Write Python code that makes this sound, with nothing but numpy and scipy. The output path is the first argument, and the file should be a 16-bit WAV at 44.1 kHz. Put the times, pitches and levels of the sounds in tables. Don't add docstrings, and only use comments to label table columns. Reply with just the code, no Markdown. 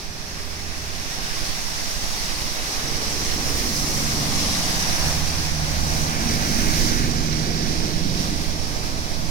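import sys
import numpy as np
from scipy import signal
from scipy.fft import rfft, irfft, next_fast_len
from scipy.io import wavfile
from scipy.ndimage import uniform_filter1d, map_coordinates

SR = 44100
rng = np.random.default_rng(int(sys.argv[2]) if len(sys.argv) > 2 else 0)


def to_wav(s):
    ch = np.atleast_2d(s).T
    pcm = np.round(np.clip(ch, -1, 1) * 32767)
    wavfile.write(sys.argv[1], SR, pcm.astype(np.int16))


N = 410130
TIME = np.arange(N) / SR


def gain_of(db):
    return 10 ** (np.asarray(db) / 20)


def unit_rms(x):
    return x / np.sqrt(np.mean(x ** 2) + 1e-20)


def spectrum_at(points, hz):
    f, value = np.transpose(points)
    return np.interp(np.log(hz + 1), np.log(f + 1), value)


def follow(rows, t=TIME):
    times, *columns = np.transpose(rows)
    return [np.interp(t, times, column) for column in columns]


def wander(top_hz):
    rates = np.geomspace(top_hz / 20, top_hz, num=24)
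    return unit_rms(sum(np.sin(2 * np.pi * (f * TIME + rng.random())) / np.sqrt(f) for f in rates))


def panned(db):
    return gain_of(np.array([db, -db]) / 2)


def tones(hz, orders=((1, 0),), *, waver_db):
    turns = np.cumsum(hz) / SR
    return np.sqrt(2) * sum(
        gain_of(db + waver_db * wander(5.1)) * np.sin(2 * np.pi * (k * turns + rng.random()))
        for k, db in orders)


# (time [s], left lag of the low sounds [ms], left lag of spray and splash [ms],
# share arriving from that side [0-1], spray left minus right [dB])
BEARING = [(0, 0.05, 0.33, 0.4, -1.5), (1.3, 0.05, .33, 0.5, -0.5), (1.8, -0.015, 0.3, 0.5, 0),
           (2.4, -0.036, 0.32, .55, 0), (3.7, -0.13, 0.38, .3, -.5), (4.2, -.15, 0.34, 0.4, 1.7),
           (4.8, 0.08, 0.3, 0.4, 1), (5.3, -0.23, -0.017, 0.4, 0), (5.8, -0.32, -0.38, 0.57, -1),
           (6.5, -0.36, -0.45, 0.9, -2), (7.8, -.35, -0.43, .9, -6), (8.7, -0.31, -0.36, .4, -2),
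           (9.3, -.22, -0.32, 0.81, -1)]
# (frequency [Hz], coherence [0-1])
DIRECT_COHERENCE = [(250, 0.98), (1000, 0.85), (1500, 0.64), (2300, 0.69), (3200, 0.27), (5000, 0.2),
                    (8000, 0.14)]
# (frequency [Hz], coherence)
DIFFUSE_COHERENCE = [(60, .99), (250, 0.88), (600, .55), (1050, -0.044), (1200, -0.24), (1380, -0.81),
                     (1560, -0.15), (2000, -0.064), (2600, 0.12), (3500, 0.014)]
def port_coherence(hz, t, from_wheels):
    low_ms, spray_ms, share, _ = follow(BEARING, t)
    lag_s = (spray_ms if from_wheels else low_ms) / 1000
    direct = np.clip(spectrum_at(DIRECT_COHERENCE, hz) * share, 0, 1)
    diffuse = np.clip(spectrum_at(DIFFUSE_COHERENCE, hz), -1, 1)
    return direct * np.exp(-2j * np.pi * hz * lag_s) + (1 - direct) * diffuse


# (time [s], height [dB], centre [Hz], half-width [Hz])
PORT_RING = [(0, 3, 5650, 220), (.95, 2, 5650, 220), (1.1, 5, 5700, 220), (2.2, 2.5, 5700, 250.1),
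             (3, 5.5, 5750, 300), (4.5, 3, 5800, 350), (5.5, 5, 5930, 400), (6.8, 7, 6050, 450),
             (7.3, 5, 5850, 350.2), (7.8, 3.5, 5600, 300), (9.3, 3.5, 5500, 300)]
def wash(colour, size, patchy_db, flicker_db, from_wheels=False, pitch=0.89, tilt=0., ring=False):
    hop = size // 4
    frames, hz = N // hop + 5, np.fft.rfftfreq(size, 1 / SR)[:, None]
    t = np.arange(frames) * hop / SR
    real, imag, own_real, own_imag, patches = rng.standard_normal((frames, len(hz), 5)).T
    patches = uniform_filter1d(patches, size=size // 64, axis=0)
    patches = unit_rms(uniform_filter1d(patches, size=4096 // hop, axis=1))
    flicker = unit_rms(uniform_filter1d(rng.standard_normal(frames), size=max(2048 // hop, 1)))
    coherence = port_coherence(hz, t, from_wheels)
    right = real + 1j * imag
    left = coherence * right + np.sqrt(np.maximum(1 - abs(coherence) ** 2, 0)) * (own_real + 1j * own_imag)
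    pitch, tilt = (np.interp(t, TIME, v * np.ones(N)) for v in (pitch, tilt))
    db = spectrum_at(colour, hz / pitch) + tilt * np.log2(hz / 5500 + 0.015)
    treble_flicker_db = 0.05 * np.log2(np.maximum(hz / 5700, 1))
    db += patchy_db * patches + (flicker_db + treble_flicker_db) * flicker
    if ring:
        ring_db, ring_hz, width_hz = follow(PORT_RING, t)
        right = right * gain_of(ring_db / (1 + ((hz - ring_hz) / width_hz) ** 2))
    _, noise = signal.istft(np.array([left, right]) * gain_of(db), nperseg=size, noverlap=size - hop)
    return unit_rms(noise[:, :N])


# (frequency before pitch scaling [Hz], level [dB])
THROB_COLOUR = [(1.5, -26), (4, -9), (11, -7), (17, -2), (25, -3), (33, -9), (50, -12), (100, -38)]
# (time [s], level [dB])
THROB_LEVEL = [(0, -34.5), (.6, -32), (1.3, -28.5), (1.8, -33), (2.1, -28), (2.5, -33), (2.7, -32),
               (3.3, -29), (4, -30), (5, -27), (5.8, -28.5), (6.5, -25), (7.2, -26.5), (7.8, -27.5),
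               (8.5, -31), (9.3, -27.5)]
def traffic_throb():
    level_db = follow(THROB_LEVEL)[0] + 2.5 * wander(7.)
    return gain_of(level_db) * wash(THROB_COLOUR, 16384, patchy_db=0.69, flicker_db=0.99)


# (time [s], level [dB])
TREMOR_LEVEL = [(0, -35), (1, -33), (1.35, -26), (1.7, -30), (2.8, -30), (3.2, -22), (3.9, -29), (4.6, -28),
                (5, -22), (5.55, -30), (5.85, -24), (6.3, -29), (6.8, -22), (7.6, -28), (7.95, -22),
                (8.8, -28), (9.3, -23)]
def hand_tremor():
    hz = 8.7 + .35 * wander(2.)
    return gain_of(follow(TREMOR_LEVEL)[0]) * tones(hz, waver_db=1.)


# (time [s], tick level [dB], push level [dB])
RAINDROP = (2.42, -25, -16)
def raindrop():
    hit_s, tick_db, push_db = RAINDROP
    gap_s = abs(TIME - hit_s)
    crack = rng.standard_normal(N) * np.exp(-gap_s / .0004)
    tick = 3 * crack + .7 * np.diff(crack, 2, prepend=[0, 0])
    push = -np.exp(-gap_s / 0.0025)
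    return (gain_of(tick_db) * tick + gain_of(push_db) * push) * gain_of([[-14], [.1]])


# (time [s], level [dB], pitch [Hz])
THUMPS = [(0.101, -26, 89.6), (0.587, -21, 81), (1.41, -25, 40), (1.955, -22, 38), (2.59, -28, 40),
          (8.034, -30, 152.7), (8.201, -18, 164)]
def wave_thumps():
    out = np.zeros(N)
    for hit_s, db, hz in THUMPS:
        age = np.maximum(TIME - hit_s, 0)
        out -= gain_of(db) * np.sin(2 * np.pi * hz * age) * np.exp(-age / 0.018)
    return out


# (frequency before pitch scaling [Hz], level [dB])
RUMBLE_COLOUR = [(10, -4), (30, 9), (60, -0.5), (110, 2.5), (200, 1), (300, -1.5), (420, -8.5), (800, -27)]
# (time [s], level [dB], pitch [factor])
RUMBLE = [(0, -42, 0.77), (.45, -42, 1.06), (1.1, -38, 1), (1.7, -39, 0.93), (2.7, -37.5, 1.07),
          (2.9, -35.5, 1.37), (3.3, -32.5, 1.4), (3.7, -32, 1.29), (4.2, -32, 1.034), (4.9, -29, 0.72),
          (5.3, -32, 0.82), (5.7, -32.5, 0.8), (6.3, -26.5, 0.98), (7.4, -28.5, 1.26), (8.3, -31, 1.18),
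          (8.45, -32, 0.97), (8.8, -34, 1.11), (9.3, -29.5, 0.72)]
def body_rumble():
    level_db, pitch = follow(RUMBLE)
    return gain_of(level_db) * wash(RUMBLE_COLOUR, 4096, patchy_db=0.68, flicker_db=0.3, pitch=pitch)


# (time [s], pitch [Hz], level [dB])
WHINE = [(0, 404, -54), (1.5, 404, -52), (1.9, 404, -57), (2.6, 404.5, -55), (2.7, 420, -62),
         (2.8, 449, -49), (3.2, 450, -47.5), (3.35, 451, -44), (3.62, 452, -41.5), (3.8, 450, -65),
         (4.1, 456, -90)]
def whine():
    hz, level_db = follow(WHINE)
    return gain_of(level_db) * tones(hz + 2.5 * wander(40.), waver_db=1.5)


# (time [s], firing rate [Hz], firing tone [dB], its octave [dB])
FIRING = [(0, 80.2, -50.5, -47), (.6, 79.33, -36.5, -47.5), (1.4, 79, -48, -45), (1.9, 75.2, -43.5, -48),
          (2.7, 72.1, -44, -50), (2.95, 72.2, -41, -37), (3.07, 71.8, -39, -44), (3.17, 71.8, -37, -38),
          (3.27, 71.5, -38, -46), (3.37, 71.6, -38, -35), (3.55, 71.5, -33.5, -44), (3.8, 72.5, -40, -34.5),
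          (4.2, 73.84, -34.5, -33.5), (4.75, 75.46, -35, -55), (4.98, 75.8, -35, -42),
          (5.07, 75.5, -31.5, -29.5), (5.35, 76, -30, -34), (5.6, 76.5, -30, -28),
          (5.85, 76.74, -27, -34.5), (6.05, 77.2, -34, -28), (6.25, 77.64, -34, -37.5),
          (6.38, 77.6, -33, -30), (6.6, 77.8, -36, -35), (6.9, 78.05, -34, -34.5), (7.3, 77.75, -32, -27.5),
          (7.8, 78.24, -39.5, -34.5), (8.25, 77.34, -34, -34), (8.7, 78, -35, -42.5),
          (9.3, 77.6, -37.5, -40)]
# (time [s], third [dB], fourth [dB])
FIRING_HARMONICS = [(0, -62, -58), (2.8, -56, -56), (3.5, -44, -46), (4.1, -36, -44), (4.5, -51, -42),
                    (4.7, -48, -39), (5, -46, -47), (5.9, -46, -50), (6.1, -36.5, -46), (6.9, -34.5, -42.5),
                    (7.3, -36, -42), (7.9, -42, -39.5), (8.3, -46, -41), (9.3, -48, -53)]
# (multiple of shaft speed, relative level [dB])
SHAFT_ORDERS = [(2, -5), (4, -10), (5, -0.5), (7, -0.5), (8, -2.5), (10, -9), (11, -8.5)]
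# (multiple of half the shaft speed, relative level [dB])
CYCLE_ORDERS = [(7, -11), (11, -16.5), (13, -3), (17, -7), (19, -6.5), (21, -13.5), (23, -6.5), (26, -10),
                (28, -17)]
# (time [s], level [dB])
SHAFT_LEVEL = [(0, -53), (2.7, -58.5), (3.4, -46), (4.3, -39), (5, -41.5), (5.6, -45.5), (6.1, -40.5),
               (6.8, -38.5), (7.5, -39), (8.3, -40), (8.5, -47), (9.3, -48)]
# (multiple of half the firing rate, relative level [dB])
BANK_ORDERS = [(1, 0.5), (3, -6)]
# (time [s], level [dB])
BANK_LEVEL = [(0, -52), (1.5, -48), (4.5, -46), (5.1, -39), (6, -42), (6.5, -36), (7.05, -30), (7.5, -38),
              (8.2, -42), (8.7, -37), (9.3, -37)]
def engine():
    hz, firing_db, octave_db = follow(FIRING)
    third_db, fourth_db = follow(FIRING_HARMONICS)
    hz = hz * (1 + .0025 * wander(12.))
    shaft_hz = hz / 3
    out = gain_of(firing_db) * tones(hz, waver_db=.9)
    out += gain_of(octave_db) * tones(2 * hz, waver_db=.8)
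    shaft = tones(shaft_hz, SHAFT_ORDERS, waver_db=2.4)
    cycle = tones(shaft_hz / 2, CYCLE_ORDERS, waver_db=3.8)
    out += gain_of(follow(SHAFT_LEVEL)[0]) * (shaft + cycle)
    out += gain_of(third_db) * tones(3 * hz, waver_db=2.)
    out += gain_of(fourth_db) * tones(4 * hz, waver_db=2.)
    out += gain_of(follow(BANK_LEVEL)[0]) * tones(hz / 2, BANK_ORDERS, waver_db=0.94)
    out += whine()
    lag_s = follow(BEARING)[0] / 1000
    return np.array([np.interp(TIME - lag_s, TIME, out), out])


# (time [s], extra delay [ms], strength [0-1])
REFLECTION = [(0, 1.19, 0.07), (4.3, 0.91, 0.07), (5.6, 1.28, 0.12), (9.3, 1.285, 0.06)]
def with_flood_reflection(direct):
    delay_ms, strength = follow(REFLECTION)
    positions = np.arange(N) - delay_ms * SR / 1000
    reflected = np.array([map_coordinates(side, [positions], order=3) for side in direct])
    return direct + strength * reflected


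def bubbles(per_s, spread_db, low_hz, high_hz):
    strengths = gain_of(spread_db * np.minimum(rng.exponential(1, N), 5))
    births = strengths * (rng.random(N) < per_s / SR)
    size_class, out = rng.integers(0, 24, N), np.zeros((2, N))
    for k, hz in enumerate(np.geomspace(low_hz, high_hz, num=24)):
        cycles = np.arange(2000) / SR * hz
        envelope = np.exp(-cycles / 5) * (1 - np.exp(-cycles / 0.26))
        ring = envelope * np.sin(2 * np.pi * cycles * (1 + 0.0102 * cycles))
        out[k % 2] += signal.oaconvolve(births * (size_class == k), ring)[:N]
    return unit_rms(out)


# (time [s], churning [dB], splashing [dB])
WAKE = [(0, -43.5, -42.5), (.85, -41.5, -37.5), (1.25, -39, -35), (2.1, -38, -35), (2.9, -35.5, -34),
        (3.9, -34.5, -34.5), (4.5, -31, -34), (5, -31.5, -30.5), (5.2, -32, -34), (5.5, -35, -36),
        (5.85, -32, -35), (6.15, -32.5, -33.5), (6.7, -32.5, -30.5), (7.2, -36.5, -35.5), (7.7, -36, -37.5),
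        (8.2, -38.5, -43), (8.9, -35, -39.5), (9.3, -38, -38)]
# (frequency before pitch scaling [Hz], level [dB])
SPLASH_COLOUR = [(700, -16.5), (1000, -4), (1300, -0.5), (1600, -3), (2000, -0.5), (2800, -2.5),
                 (4500, -18.5)]
CHURN_COLOUR = [(250, -5), (450, -4.5), (700, 1), (900, -3), (1100, -4), (1350, -9.5), (2200, -21.5)]
def wake():
    churn_db, splash_db = follow(WAKE)
    pitch = 1.082 - 0.0075 * TIME
    bubbling = gain_of(-10 + wander(8.)) * bubbles(per_s=700, spread_db=2.8, low_hz=507, high_hz=3580)
    splash = wash(SPLASH_COLOUR, 512, patchy_db=0.8, flicker_db=0.96, from_wheels=True, pitch=pitch)
    churn = wash(CHURN_COLOUR, 1024, patchy_db=0.31, flicker_db=0.66, pitch=pitch)
    pan_db = -0.5 + 0.84 * follow(BEARING)[3]
    return panned(pan_db) * (gain_of(splash_db) * (splash + bubbling) + gain_of(churn_db) * churn)


# (time [s], level [dB], brightness [dB/octave])
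SPRAY = [(0, -36.5, -1.5), (.88, -33, 0.5), (1.02, -31, 0.5), (1.5, -27.5, 1.2), (2.3, -27, 1),
         (2.9, -27, 0.6), (3.5, -25.5, 2.5), (3.7, -25, 3.5), (4.33, -24, 0.5), (4.42, -22, -0.5),
         (4.75, -23, 1), (5.05, -23.5, 2), (5.2, -25.5, 1), (5.6, -30, 0), (5.84, -29, 0), (5.9, -27, 1),
         (6.02, -28.5, 3.5), (6.19, -29, 1.5), (6.25, -25.5, 1.5), (6.4, -28, 3), (6.55, -25, 3.5),
         (6.68, -27, 4), (6.85, -23, 2), (6.92, -27, 2), (7.1, -29.5, 0.5), (7.45, -29.5, -1.5),
         (7.8, -30, -2.5), (8.12, -31.5, -3.5), (8.22, -29.5, -5), (8.4, -32.5, -3.5), (8.7, -32.5, -1),
         (9.05, -32, -1.5), (9.3, -32.5, 0)]
# (frequency before pitch scaling [Hz], level [dB])
SPRAY_COLOUR = [(1500, -12.5), (3000, -2.5), (4000, 0.5), (8000, 1.5), (16000, -1.5)]
def wheel_spray():
    level_db, tilt = follow(SPRAY)
    hiss = wash(SPRAY_COLOUR, 512, patchy_db=0.88, flicker_db=0.52, from_wheels=True, tilt=tilt, ring=True)
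    clumps = gain_of(-13 + 2.5 * wander(45.))
    droplets = clumps * bubbles(per_s=2500, spread_db=2.4, low_hz=1800, high_hz=13000)
    return (hiss + droplets) * gain_of(level_db) * panned(follow(BEARING)[3])


def scene():
    rumble = body_rumble()
    background = traffic_throb() + hand_tremor()
    wading = with_flood_reflection(rumble + wheel_spray() + wake())
    return background + wading + engine() + wave_thumps() + raindrop()


# (frequency [Hz], level [dB])
LEFT_MIC = [(10, -21), (20, -20), (40, -1), (150, -4), (500, -0.5), (900, -2), (1200, 0.5), (1380, -0.5),
            (1550, 1), (1900, -1), (3000, -1.5), (5500, 2.5), (6100, 4), (7000, -3), (8000, -5), (9500, -3),
            (12000, -7), (13000, -10), (13600, -14), (14300, -8.5), (15000, -9), (15700, -12)]
RIGHT_MIC = [(150, 0.5), (500, 1.5), (1000, -2.5), (1250, -0.5), (1400, -1), (1580, 1), (1900, 1.5),
             (3000, -4), (4200, 4), (5000, 7), (5700, 6.5), (6500, -1), (8000, -8.5), (10000, -13.5),
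             (12500, -14.5), (13500, -13), (14500, -11), (15700, -15)]
LEFT_BASS_CUT_HZ, BAND_LIMIT_HZ = 40, 15850
def record(dry):
    size = next_fast_len(N + SR)
    hz = np.fft.rfftfreq(size, 1 / SR)
    response = gain_of([spectrum_at(LEFT_MIC, hz), spectrum_at(RIGHT_MIC, hz)]) + 0j
    s = 1j * hz / LEFT_BASS_CUT_HZ
    response[0] *= s / (1 + s)
    coloured = irfft(rfft(dry, size) * response, size)[:, :N]
    lowpass = signal.firwin(1535, BAND_LIMIT_HZ, window=("kaiser", 9), fs=SR)
    return signal.oaconvolve(coloured, lowpass[None], "same")


dry = scene()
out = record(dry)
to_wav(out)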